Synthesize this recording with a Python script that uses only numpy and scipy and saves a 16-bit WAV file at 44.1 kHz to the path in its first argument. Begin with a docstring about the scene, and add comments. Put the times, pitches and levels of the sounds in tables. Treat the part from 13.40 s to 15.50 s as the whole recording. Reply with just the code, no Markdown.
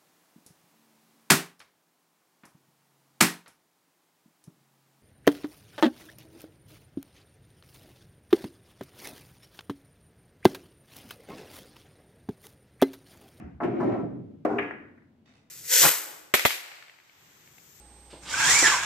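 """A stereo pair at a pool table: over the hall's low hush a potted ball knocks down the return channel
inside, as filtered noise bursts with ringing modes, and the player's soft sine footfalls thump close by.
The ball rumbles on as dense random bumps, lands on the last rail with a hard knock and rolls a little way.
It clacks into the balls in the tray, which jostle and settle; a brief rustle of grainy noise follows.
The diffuse tail of the hall, decaying band by band, surrounds them all."""
import sys
import numpy as np
from scipy import signal
from scipy.fft import rfft, irfft
from scipy.io import wavfile

SR = 44100
rng = np.random.default_rng(int(sys.argv[2]) if len(sys.argv) > 2 else 0)


def file_out(sig):
    """Save sig as 16-bit WAV at sys.argv[1]."""
    # one column per channel
    cols = np.atleast_2d(sig).T
    # limit, then scale
    lim = np.clip(cols, -1, 1)
    pcm = np.round(lim * 32767).astype(np.int16)
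    wavfile.write(sys.argv[1], SR, pcm)


N = 92610
LEAD = SR // 4  # samples of run-in, dropped at the end
T = np.arange(-LEAD, N) / SR  # seconds on the scene's clock
AGE = np.arange(SR) / SR  # seconds since a blow

# Ball against the channel. Each row: start in seconds, level in dB, low edge in Hz, top edge in Hz,
# level of the bright tick in dB.
KNOCKS = [(-.09, -26.5, 110, 2500, -50), (0.2021, -28.5, 620, 1750, -77.5), (0.215, -26, 220, 1510, -60),
          (.231, -26, 170, 2840, -54), (0.246, -29.5, 174, 2600, -73), (.278, -22.5, 110, 700, -75.5),
          (.400, -30, 520, 1630, -54), (0.411, -29, 520, 1507, -61.5), (.429, -25, 220, 1300, -57.5),
          (0.487, -26, 180, 900, -67.5), (.517, -29, 180, 1200, -66.5), (0.554, -30.5, 160, 1100, -72),
          (0.589, -31.5, 160, 1410, -70), (.632, -25, 100, 600, -74)]
# Ball landing on the last rail: start in seconds, level in dB, level of the bright tick in dB.
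LANDING = (1.0503, -20.5, -48.5)
# Ball against ball in the tray. Each row: start in seconds, level in dB, top edge in Hz, bright tick in dB.
CLACKS = [(1.1838, -30, 2800, -58), (1.1868, -26.5, 2840, -67), (1.1934, -29, 2750, -76),
          (1.226, -41, 2670, -62), (1.24, -67, 2700, -73), (1.3076, -35, 1960, -68),
          (1.576, -59, 1900, -83), (1.62, -65, 2000, -97)]
# Ringing of channel and cabinet. Each row: frequency in Hz, level in dB, time to fall 60 dB in seconds.
CHANNEL_MODES = [(124, -5, .8), (167, -7, .6), (226, -6, .45), (251, 0, .75), (268, -7, .4), (306, -2, .45),
                 (350, 3, .55), (403, -4.5, .45), (522, -15, .4), (565, -12, .4), (698, -10, .35),
                 (775, -13, .3), (993, -19, .3), (1325, -20, .35)]
# Ringing of the last rail and tray. Each row: frequency in Hz, level in dB, time to fall 60 dB in seconds.
RAIL_MODES = [(128.6, -8.5, 0.37), (243.3, -5.5, 0.19), (298.2, 4.5, 0.068), (390, -10, 0.05),
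              (399.8, -2.5, 0.17), (440, -5, 0.3), (555, -19, 0.3), (685.5, -3.5, 0.027),
              (708.3, -10.5, 0.18), (1121, -11.5, 0.26), (1414, -18, 0.19)]
KNOCK_SCATTER_S = .014  # decay of the reflections in the channel


def amp(db):
    """Decibels to gain."""
    return 10 ** (np.asarray(db) / 20)


def unit(x):
    """Scale a response to unit energy per channel."""
    return x / np.sqrt(np.mean(np.sum(x ** 2, axis=-1)))


def along(points, hz):
    """Read (Hz, value) points on a log-frequency axis."""
    f, v = np.array(points, float).T
    return np.interp(np.log(hz + 1e-9), np.log(f), v)


def through(x, response):
    """Convolve, keeping the length."""
    wet = signal.fftconvolve(np.atleast_2d(x), np.atleast_2d(response), axes=-1)
    return wet[:, :np.shape(x)[-1]]


def colour(points, size=4096):
    """Causal (minimum-phase) response with the given (Hz, dB) spectrum, by folding its cepstrum."""
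    gain = amp(along(points, np.fft.rfftfreq(size, 1 / SR)))
    cepstrum = irfft(np.log(gain))
    cepstrum[1:size // 2] *= 2
    cepstrum[size // 2 + 1:] = 0
    return irfft(np.exp(rfft(cepstrum)))


def edge(x, hz, kind, order=2):
    """Low-pass or high-pass."""
    sos = signal.butter(order, min(hz, SR / 2 - 100), kind, fs=SR, output="sos")
    return signal.sosfilt(sos, x)


def one_second(x):
    """Pad or trim a stereo blow to one second, so that it can carry a tail."""
    return np.pad(x, ((0, 0), (0, SR)))[:, :SR]


def diffuse(size):
    """Stereo noise whose likeness between the sides varies with frequency, as in diffuse hall sound."""
    # Side against mid. Each row: frequency in Hz, level in dB.
    side_points = [(60, -7), (125, -29.5), (280, -7.5), (550, -7.5), (1200, -0.5), (2300, -3), (5000, -0.5)]
    mid, side = rfft(rng.standard_normal((2, size)))
    width = amp(along(side_points, np.fft.rfftfreq(size, 1 / SR)))
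    left_right = np.array([mid + width * side, mid - width * side])
    return irfft(left_right / np.sqrt(1 + width ** 2), size)


def scatter(decay_s, rise_s=0.00046, size=4096, count=4):
    """Burst of close reflections: decaying noise, repeatedly flattened in spectrum."""
    env = np.exp(-AGE[:size] / decay_s)
    burst = diffuse(size) * env
    for _ in range(count):
        spectrum = rfft(burst)
        flat = irfft(spectrum / (abs(spectrum) + 1e-12))
        burst = flat * np.minimum(1, 10 * env)  # hold the flattened burst to a decay
    return unit(burst * (1 - np.exp(-AGE[:size] / rise_s)))


def ring(modes):
    """Decaying sine modes, each weighted by its energy, with a short rise."""
    rise_s = 0.00068
    tones = 0
    for hz, db, t60 in modes:
        decay = np.exp(-np.log(1000) * AGE / t60)
        tones = tones + amp(db) / np.sqrt(t60) * np.sin(2 * np.pi * hz * AGE) * decay
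    return unit(tones * (1 - np.exp(-(AGE / rise_s) ** 2)))


def add(out, s, sound, db):
    """Place a blow; its level is its energy spread over 10 ms."""
    i = int(s * SR) + LEAD
    sound = sound[..., :len(T) - i]
    out[:, i:i + sound.shape[-1]] += sound * amp(db) * np.sqrt(SR / 100)


def hall_response(count=14):
    """Diffuse tail of the hall: noise in overlapping bands, each decaying at its own rate."""
    # Each row: frequency in Hz, time to fall 60 dB in seconds.
    decay_points = [(60, 1), (160, 1.9845), (300, 0.9366), (700, 0.65), (1500, 0.5756), (2800, 0.5564),
                    (6000, 0.526), (14000, 0.1565)]
    build_s = 0.0043
    noise, hz = rfft(diffuse(SR)), np.fft.rfftfreq(SR, 1 / SR)
    centres, tail = np.geomspace(50, 15000, count), 0
    for centre, mask in zip(centres, np.eye(count)):
        band = irfft(noise * along(list(zip(centres, mask)), hz))
        tail = tail + band * np.exp(-np.log(1000) * AGE / along(decay_points, centre))
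    return unit(tail * (1 - np.exp(-AGE / build_s)))


def in_hall(x, hall, wet_db):
    """Direct sound plus the hall's tail; a lower wet level sounds nearer."""
    return x + amp(wet_db) * through(x, hall)


def room_tone():
    """Low steady hush of the hall: coloured diffuse noise."""
    # Each row: frequency in Hz, level in dB.
    hush_points = [(25, -10), (50, -29), (80, 6), (130, 3.5), (250, 3), (400, -8.5), (700, -13),
                   (1500, -23.5), (3000, -26), (6000, -36.5), (15000, -43.5)]
    level_db = -63
    return amp(level_db) * through(diffuse(len(T)), unit(colour(hush_points)))


def knocks(hall, ring_db, wet_db, lining_db=-2):
    """Hollow blows on the channel: a wooden burst and ringing modes between each blow's own band edges."""
    # Colour of the wood. Each row: frequency in Hz, level in dB.
    wood_points = [(40, -8.5), (150, 6.5), (300, 5.5), (520, -6.5), (730, 2), (1000, -9.5), (1500, -9),
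                   (2200, -11.5), (3500, -16.5), (8000, -45)]
    # Short hollow ring of the channel's lining where the ball strikes it.
    # Each row: frequency in Hz, level in dB, time to fall 60 dB in seconds.
    lining_modes = [(328.6, -3, 0.062), (696.5, 2.5, 0.055), (831.6, -3, 0.13), (977, -3.5, 0.15),
                    (1077, -5, 0.14), (1317, -7.5, 0.11), (1608, -15, .1), (1737, -8, .1), (2116, -11, .08)]
    rise_s = 0.0028  # blows inside the cabinet take a moment to get out
    out = np.zeros((2, len(T)))
    ringing = amp(ring_db) * ring(CHANNEL_MODES) + amp(lining_db) * ring(lining_modes)
    for s, db, low_hz, top_hz, _ in KNOCKS:
        burst = scatter(KNOCK_SCATTER_S, rise_s)
        wood = one_second(through(burst, unit(colour(wood_points))))
        blow = in_hall(wood, hall, wet_db) + ringing
        blow = edge(blow, low_hz, "high")
        blow = edge(blow, top_hz, "low", order=5)
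        add(out, s, unit(blow), db)
    return out


def ticks():
    """The faint bright edge of every contact, smeared when it comes from deep in the channel."""
    # Each row: frequency in Hz, level in dB.
    tick_points = [(500, 17.5), (3000, 2.5), (5000, 5.5), (7500, -1), (10000, -3), (15000, -6.5)]
    channel_rise_s = 0.0052
    touch_lead_s = 0.00097  # the ball's edge ticks on the rail just before its weight lands
    out = np.zeros((2, len(T)))
    for s, *_, db in KNOCKS:
        add(out, s, edge(scatter(KNOCK_SCATTER_S, channel_rise_s), hz=11000, kind="low"), db)
    add(out, LANDING[0] - touch_lead_s, scatter(decay_s=0.0069), LANDING[-1])
    for s, *_, db in CLACKS:
        add(out, s, scatter(decay_s=0.0056), db)
    return through(out, unit(colour(tick_points)))


def footfalls():
    """Dull thumps on a carpeted floor: a low sine that swells and dies away quickly."""
    # The player's soft footfalls. 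Each row: start in seconds, level in dB.
    steps = [(.038, -39), (0.14, -44.5)]
    step_hz, step_s = 74, .014  # pitch, and time to the peak of the swell
    out = np.zeros((2, len(T)))
    for s, db in steps:
        swell = AGE * np.exp(-AGE / step_s)
        add(out, s, unit(np.sin(2 * np.pi * step_hz * AGE) * swell), db)
    return out


def rolling(strength, body, modes, hall, ring_db, wet_db):
    """The ball runs over dense small bumps, which shake the cabinet and ring its modes."""
    bumps_per_s, spread_db = 1500, 2  # mean rate, and spread of the bump sizes
    chance, size = rng.random(len(T)), rng.standard_normal(len(T))
    bumps = (chance < bumps_per_s / SR) * amp(spread_db * size) * rng.choice([-1, 1], len(T))
    strength_db = np.interp(T, *np.array(strength).T, left=-120, right=-120)
    force = bumps / bumps.std() * amp(strength_db)
    shaken = through(force, scatter(decay_s=0.0072))
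    wood = through(shaken, unit(colour(body)))
    ringing = through(edge(force, 130, "high"), ring(modes))
    mixed = in_hall(wood, hall, wet_db) + amp(ring_db) * ringing
    return mixed / np.hypot(1, amp(ring_db))


def channel_roll(hall):
    """The ball rumbles along the channel, ringing channel and cabinet."""
    # Strength of the rolling. Each row: time in seconds, level in dB.
    strength = [(.21, -43.5), (.235, -25), (.30, -33), (.39, -28.5), (.46, -25.5), (.53, -24.5), (.60, -35),
                (.66, -46.5), (.75, -52.5), (.86, -60), (.95, -58.5)]
    # Colour of the rumble. Each row: frequency in Hz, level in dB.
    body = [(30, -32), (70, -11.5), (125, -12), (195, -12.5), (240, -0.5), (320, 6), (420, -3), (560, -4),
            (800, -17), (1300, -21.5), (2200, -27), (3200, -40), (4300, -51.5), (7000, -60), (11000, -80),
            (15000, -84)]
    return rolling(strength, body, CHANNEL_MODES, hall, ring_db=0.5, wet_db=-8)


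def landing(hall, ring_db, wet_db):
    """The ball drops onto the last rail: a hard knock and the rail's short ring."""
    # Colour of the knock. Each row: frequency in Hz, level in dB.
    thud_points = [(40, -36.5), (130, -24.5), (190, -23), (300, 5.5), (420, 3), (540, 7), (730, 1),
                   (1100, -7), (1500, -12), (2200, -17.5), (3500, -39.5), (8000, -72), (15000, -77)]
    thud, rung = np.zeros((2, 2, len(T)))
    s, db, _ = LANDING
    add(thud, s, through(scatter(decay_s=0.014), unit(colour(thud_points))), db)
    add(rung, s, unit(edge(ring(RAIL_MODES), 210, "high", order=4)), db + ring_db)
    return in_hall(thud + rung, hall, wet_db)


def rail_roll(hall):
    """The ball rolls a little way along the last rail, ringing rail and tray."""
    # Strength of the rolling. Each row: time in seconds, level in dB.
    strength = [(1.075, -36.5), (1.105, -27.5), (1.18, -31), (1.22, -33.5), (1.28, -42.5), (1.38, -65),
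                (1.50, -64), (1.57, -76)]
    # Colour of the rolling. Each row: frequency in Hz, level in dB.
    body = [(30, -40.5), (70, -22.5), (125, -10), (190, -22), (240, -4), (290, 1), (430, -2.5),
            (560, -12.5), (750, -10), (1100, -11), (1500, -18), (2200, -27.5), (4000, -48), (7500, -51),
            (11000, -65), (15000, -67)]
    return rolling(strength, body, RAIL_MODES, hall, ring_db=5, wet_db=-12)


def clacks(ring_db):
    """Ball meets ball: a short crack and the tray's faint ring, each contact under its own top edge."""
    # Colour of the crack. Each row: frequency in Hz, level in dB.
    crack_points = [(100, -15), (500, -1.5), (1000, -1.5), (1500, 3.5), (2000, 8.5), (2550, 5),
                    (3100, -1.5), (3900, -10), (8000, -36.5)]
    # Ringing of the tray. Each row: frequency in Hz, level in dB, time to fall 60 dB in seconds.
    tray_modes = [(1114, 1, 0.37), (1464, -0.5, 0.5), (1670, 12, .3), (1880, 0.5, .3), (1845, -6, 0.27),
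                  (2220, 10, .3), (2300, 1.5, 0.33), (2397, -6, 0.1)]
    out, tray = np.zeros((2, len(T))), ring(tray_modes)
    for s, db, top_hz, _ in CLACKS:
        crack = one_second(through(scatter(decay_s=0.0058), unit(colour(crack_points))))
        clack = edge(crack + amp(ring_db) * tray, top_hz, "low", order=7)
        add(out, s, unit(clack), db)
    return out


def rustles(grain_db=5.5):
    """Short grainy, slightly creaky rubs as the player bends to the table: noise of fluctuating level."""
    # Each row: start in seconds, level in dB before the grain, length in seconds, top edge in Hz.
    rubs = [(1.854, -68.5, 0.021, 6940), (1.877, -66.5, 0.032, 7280), (1.93, -69.5, 0.057, 14000)]
    # Colour of the rub. Each row: frequency in Hz, level in dB.
    rub_points = [(200, -2), (700, 4.5), (1300, 4.5), (2200, 7), (3700, 0), (6000, -4), (8000, -8),
                  (10000, -10.5), (15000, -29.5)]
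    # Thin creak inside the rubs. Each row: frequency in Hz, level in dB, time to fall 60 dB in seconds.
    creak_modes = [(2040, 0, .07), (2620, -1, .07), (3680, 1, .07), (4550, -9, .04), (5850, -7, .05),
                   (7400, -11, .03)]
    creak_db = -8
    out = 0
    for s, db, length_s, top_hz in rubs:
        age = np.maximum(T - s, 0) / (length_s / 2)
        swell = age * np.exp(1 - age)  # peaks at half the length
        wander = np.interp(T, T[::100], rng.standard_normal(len(T[::100])))
        rub = diffuse(len(T)) * amp(grain_db * wander) * swell * amp(db)
        out = out + edge(rub, top_hz, "low", order=3)
    return through(out, unit(colour(rub_points))) + amp(creak_db) * through(out, ring(creak_modes))


def scene():
    """All sources in the one hall."""
    hall = hall_response()
    mix = (room_tone()
           + knocks(hall, ring_db=-6, wet_db=-3.5)
           + in_hall(ticks(), hall, wet_db=-6.5)
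           + in_hall(footfalls(), hall, wet_db=-16.5)
           + channel_roll(hall)
           + landing(hall, ring_db=-0.5, wet_db=-7)
           + rail_roll(hall)
           + in_hall(clacks(ring_db=-16.5), hall, wet_db=-5.5)
           + in_hall(rustles(), hall, wet_db=-3))
    return mix[:, LEAD:]


def record(dry):
    """Each microphone has its own colour; the top is cut steeply."""
    # Each row: frequency in Hz, left minus right in dB.
    balance = [(60, -1.1), (250, 1.3), (500, 0.9), (1000, 1.5), (2200, 1), (3500, -1.5), (6000, -3),
               (8000, -2.5), (14000, 9.5)]
    top_hz = 15800
    sides = []
    for x, sign in zip(dry, (1, -1)):
        tilt = [(hz, sign * db / 2) for hz, db in balance]  # half the difference on each side
        sides.append(through(x, colour(tilt))[0])
    steep = signal.ellip(10, .2, 70, top_hz, fs=SR, output="sos")
    return signal.sosfilt(steep, np.array(sides))


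dry = scene()
out = record(dry)
file_out(out)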